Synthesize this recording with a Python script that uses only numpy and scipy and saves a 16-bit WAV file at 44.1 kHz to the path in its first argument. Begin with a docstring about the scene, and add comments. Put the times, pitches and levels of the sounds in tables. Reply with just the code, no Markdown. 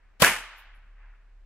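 """Forest clearing, bare ground: one firecracker bursts close to a stereo microphone pair, to its right. A crack
of noise and ringing slaps are the bang, and a low thump sounds with it; decaying, lumpy noise is the roll of
the trees. A far tree line answers late, over the dying roll of an earlier bang; grit patters down as bright
random ticks. Noise creeps in just ahead of the bang; a low sine hum wavers among rumble and faint hiss of
shaped noise."""
import sys
import numpy as np
from scipy import signal
from scipy.fft import rfft, irfft
from scipy.io import wavfile
from scipy.ndimage import map_coordinates

SR = 44100
rng = np.random.default_rng(int(sys.argv[2]) if len(sys.argv) > 2 else 0)


def generate_wav(signal):
    """Clip the signal to [-1, 1] and save it as 16-bit WAV at the path in sys.argv[1]."""
    frames = np.transpose(np.atleast_2d(signal))
    scaled = np.clip(frames, -1, 1) * 32767
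    pcm = np.round(scaled).astype(np.int16)
    wavfile.write(sys.argv[1], SR, pcm)


def volts_from_decibels(level):
    """Turn decibel levels (scalar or array-like) into linear amplitude factors."""
    exponent = np.asarray(level, float) / 20
    return 10 ** exponent


N = 63945
TIME = np.arange(N) / SR  # s
BANG_S = .2201

# colour of the burst's tearing noise: (frequency [Hz], relative level [dB per Hz])
CRACK_COLOUR = [(30, -5), (85, -5), (180, 3), (450, -3), (800, -0.5), (1500, -3), (3000, -1.5),
                (6700, -8.5), (11500, -7.5), (16000, -17.5)]
# likeness of that noise at the two microphones: (frequency [Hz], left-right correlation [-1..1])
CRACK_LIKENESS = [(50, 0.14), (250, .85), (600, 0.71), (1400, .7), (3100, .05), (15000, -0.16)]
# likeness of rumble and hiss in the two channels: (frequency [Hz], left-right correlation [-1..1])
FLOOR_LIKENESS = [(30, 0.8), (90, .96), (250, 0), (1400, .5), (6000, 0.0)]


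def unit(x):
    """Scales a signal to rms 1."""
    return x / np.sqrt(np.mean(x ** 2) + 1e-20)


def along(points, hz):
    """Reads a curve of (frequency [Hz], value) points on a log frequency axis."""
    f, v = np.transpose(points)
    return np.interp(np.log(hz + 1), np.log(f + 1), v)


def wobble(rate):
    """A smooth random curve with rate knots a second."""
    knots = rng.standard_normal(int(N * rate / SR) + 4)
    return map_coordinates(knots, [TIME * rate])


def rush(colour, likeness):
    """Stereo noise of rms 1: the balance of mid to side sets how alike left and right are at each frequency."""
    hz = np.fft.rfftfreq(N, 1 / SR)
    turn = np.arccos(np.clip(along(likeness, hz), -1, 1)) / 2
    coloured = rfft(rng.standard_normal((2, N))) * volts_from_decibels(along(colour, hz))
    mid, side = irfft(coloured * [np.cos(turn), np.sin(turn)], N)
    return unit(np.array([mid + side, mid - side]))


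def roll(start, db, rise, colour, t60, lumps_db):
    """Scattered sound from many trunks: it swells, comes in lumps, and each frequency dies at its own speed."""
    # likeness of the rolls at the two microphones: (frequency [Hz], left-right correlation [-1..1])
    likeness = [(60, 1), (300, 1), (700, 1), (1400, .88), (2100, 0.93), (3300, -0.068), (6800, -.05)]
    hz, t, z = signal.stft(rush(colour, likeness), SR, nperseg=256)
    decay_s = np.maximum(along(t60, hz), .02)[:, None]
    fading = volts_from_decibels(-60 * np.maximum(t - start, 0) / decay_s)
    scattered = signal.istft(z * fading, SR, nperseg=256)[1][:, :N]
    age = np.maximum(TIME - start, 0)
    swell = 1 - np.exp(-age / max(rise, 1e-4))
    lumps = lumps_db * (wobble(220) + 0.44 * wobble(30))
    return volts_from_decibels(db + lumps) * swell * scattered


def hiss():
    """Faint steady noise with its own colour."""
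    # (frequency [Hz], relative level [dB per Hz])
    colour = [(100, -10), (200, -2), (600, -1.5), (1600, -8), (4000, -16), (9000, -26.5), (10500, -47),
              (16000, -57)]
    return volts_from_decibels(-73.5) * rush(colour, FLOOR_LIKENESS)


def rumble():
    """Low noise whose level wanders at random."""
    # (frequency [Hz], relative level [dB per Hz])
    colour = [(7, -20.5), (15, -3.5), (26, 0), (55, -13.5), (80, -17.5), (120, -24.5), (250, -31),
              (550, -60)]
    return volts_from_decibels(-64 + 1.8 * wobble(8.3)) * rush(colour, FLOOR_LIKENESS)


def hum():
    """A low sine that wavers in pitch and level, with a faint octave above it."""
    # course of the fundamental: (time [s], frequency [Hz], rms level [dB])
    course = [(0, 37.02, -62.5), (.1, 36.27, -57), (.18, 34.85, -60.5), (.35, 35.01, -50),
              (.42, 35.9, -52.5), (.53, 35.9, -58), (.75, 35.53, -50.5), (.83, 35.61, -51.5),
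              (1.1, 36.05, -47), (1.19, 36.55, -55.5), (1.32, 35.74, -50.5), (1.45, 35.49, -48)]
    s, hz, db = np.transpose(course)
    turn = 2 * np.pi * np.cumsum(np.interp(TIME, s, hz)) / SR
    octave = volts_from_decibels(-24.5) * np.sin(2 * turn)
    return np.sqrt(2) * volts_from_decibels(np.interp(TIME, s, db)) * (np.sin(turn + 1.1) + octave)


def far_tree_line():
    """Late rolls off the distant trees, muffled, and the dying roll of the earlier bang."""
    # the first is from the earlier bang: (start [s], level before swell and decay [dB], rise [s])
    rolls = [(-.08, -51, 0.46), (0.949, -55, 0.07), (1.2, -68, 0.11)]
    # (frequency [Hz], relative level [dB per Hz])
    colour = [(240, -39.5), (450, -18), (800, -5), (1700, 1), (2600, -5.5), (3300, -17.5), (6500, -39.5),
              (11000, -70)]
    # (frequency [Hz], time to fall 60 dB [s])
    decay = [(800, 1), (3000, 1.1)]
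    return sum(roll(s, db, rise, colour, decay, lumps_db=0.64) for s, db, rise in rolls)


def deep_wood():
    """The wood behind rolls on: a slow swell that lasts longest in the middle frequencies."""
    # (frequency [Hz], relative level [dB per Hz])
    colour = [(90, -44), (200, -22), (450, -13.5), (800, -6), (1700, -0.5), (2800, -1), (4000, -7),
              (8000, -11), (11500, -23), (13000, -45)]
    # (frequency [Hz], time to fall 60 dB [s])
    decay = [(300, .7), (800, 1.15), (1600, 1.194), (3000, 0.95), (6000, .64), (12000, .45)]
    return roll(BANG_S, -29, 0.14, colour, decay, lumps_db=0.64)


def near_trees():
    """Scatter off the near trees: louder, quick to swell and quick to die."""
    # (frequency [Hz], relative level [dB per Hz])
    colour = [(40, -18), (110, -12.5), (250, -10.5), (500, -6.5), (900, -3), (1700, 1), (2900, -1.5),
              (3700, -12), (7000, -12), (11300, -10), (16000, -20)]
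    # (frequency [Hz], time to fall 60 dB [s])
    decay = [(100, .33), (400, .31), (1500, 0.35), (5000, 0.35), (11000, .31), (16000, .2)]
    return roll(BANG_S, -8.5, .028, colour, decay, lumps_db=0.77)


def grit():
    """Falling grit: tiny bright ticks at random moments, in showers that rise fast and die away."""
    # (time of peak [s], level there [dB], rise [s], time to fall 60 dB [s], top frequency [Hz])
    showers = [(.585, -56.5, 0.0098, 0.14, 15800), (.759, -73.5, 0.01, .09, 11700)]
    # (frequency [Hz], relative level [dB per Hz])
    colour = [(5000, -27), (9500, -18), (10600, -4), (15100, -7), (16000, -9)]
    ticks_per_s, spread_db = 2200, 3.5
    struck = rng.random((2, N)) < ticks_per_s / SR
    ticks = struck * volts_from_decibels(spread_db * rng.exponential(size=(2, N))) * rng.choice([-1, 1], (2, N))
    hz = np.fft.rfftfreq(N, 1 / SR)
    bright = rfft(ticks) * volts_from_decibels(along(colour, hz))
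    out = np.zeros((2, N))
    for s, db, rise, t60, top_hz in showers:
        patter = unit(irfft(bright / (1 + (hz / top_hz) ** 24), N))
        growth = np.exp(np.minimum(TIME - s, 0) / rise)
        out += volts_from_decibels(db - 60 * np.maximum(TIME - s, 0) / t60) * growth * patter
    return out


def smear():
    """Noise with the colour of the crack creeps in just ahead of the bang and stops at it."""
    # level reached at the bang, one row for each channel, left then right: (level [dB])
    end_level = [
        [-24.5],
        [-22.5],
    ]
    # climb over the whole smear, left then right: (gain [dB])
    climb = [
        [9],
        [26],
    ]
    length_s = .027
    ahead = (BANG_S - TIME) / length_s  # 1 at the start of the smear, 0 at the bang
    edge = np.clip((1 - ahead) * 3, 0, 1) ** 2.9 * (ahead > 0)  # opens over the first third
    level = end_level - np.multiply(climb, np.clip(ahead, 0, 1))
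    return volts_from_decibels(level) * edge * rush(CRACK_COLOUR, CRACK_LIKENESS)


def bang():
    """A tearing crack and short ringing slaps off ground and trunks; at the same moment a low 22 Hz thump sets
    in and dies quickly."""
    # blast and single echoes: (time [s], envelope peak [dB], pitch [Hz], length of ring [cycles])
    slaps = [(0.2203, -23, 200.2, 1.2), (.2218, -7, 560, 1.2), (0.2238, -7, 2700, 2.04),
             (0.2288, -8, 1100, 1.3), (.2324, -7, 950, 0.83), (.2357, -11.5, 2000, 1.4),
             (0.2396, -8, 1700, 1.3), (.245, -7.5, 1550, 2), (.2469, -2, 1650, 1.4),
             (0.2688, -14.5, 1900, 1.5), (.2775, -11.5, 2100, 1.5), (0.282, -14.5, 1790, 1.3),
             (.298, -16.5, 2240, 2.18), (.312, -25.5, 1260, 0.91), (1.038, -57, 1670, 14),
             (1.139, -52, 1600, 1.8)]
    left_lag_s, lag_fades_s = 1.3e-4, .008  # burst on the right; later echoes come from ahead
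    snap_db, snap_t60_s, snap_loss_db_per_s = -8, .012, 30  # scrap of crack in each slap; long paths lose it
    age = np.maximum(TIME - BANG_S, 0)
    tearing = volts_from_decibels(-9.5 - 60 * age / 0.059) * (age > 0)
    thump = volts_from_decibels(-27.5 - 60 * age / 0.078) * np.sin(2 * np.pi * 22 * age)
    out = thump * np.ones((2, 1))
    for s, db, hz, cycles in slaps:
        lag = [[left_lag_s * np.exp((BANG_S - s) / lag_fades_s)], [0]]
        jitter = rng.normal(0, 2e-5, (2, 1))  # s
        u = np.maximum(TIME - s - lag + jitter, 0) * hz  # age of the slap in cycles
        envelope = np.e * 2 * u / cycles * np.exp(-2 * u / cycles)
        out = out + volts_from_decibels(db) * envelope * np.sin(2 * np.pi * u)
        snap_level = db + snap_db - snap_loss_db_per_s * (s - BANG_S)
        snap = volts_from_decibels(snap_level - 60 * u / hz / snap_t60_s) * (u > 0)
        tearing = np.hypot(tearing, snap)  # noise powers add
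    return out + tearing * rush(CRACK_COLOUR, CRACK_LIKENESS)


def scene():
    """The whole mix before band limit and ceiling: background, forest, grit, noise ahead of the bang, bang."""
    background = hiss() + rumble() + hum()
    forest = far_tree_line() + deep_wood() + near_trees()
    return background + forest + grit() + smear() + bang()


def band_limit(x):
    """A steep low-pass at the top of the band."""
    return signal.sosfilt(signal.butter(12, 16470, fs=SR, output="sos"), x)


def record(dry):
    """A steep band limit, then a hard ceiling at full scale, then the last stage."""
    top_hz, ceiling = 15900, 1.0
    hz = np.fft.rfftfreq(N, 1 / SR)
    kept = irfft(rfft(dry) / (1 + (hz / top_hz) ** 200), N)
    return band_limit(np.clip(kept, -ceiling, ceiling))


dry = scene()
out = record(dry)
generate_wav(out)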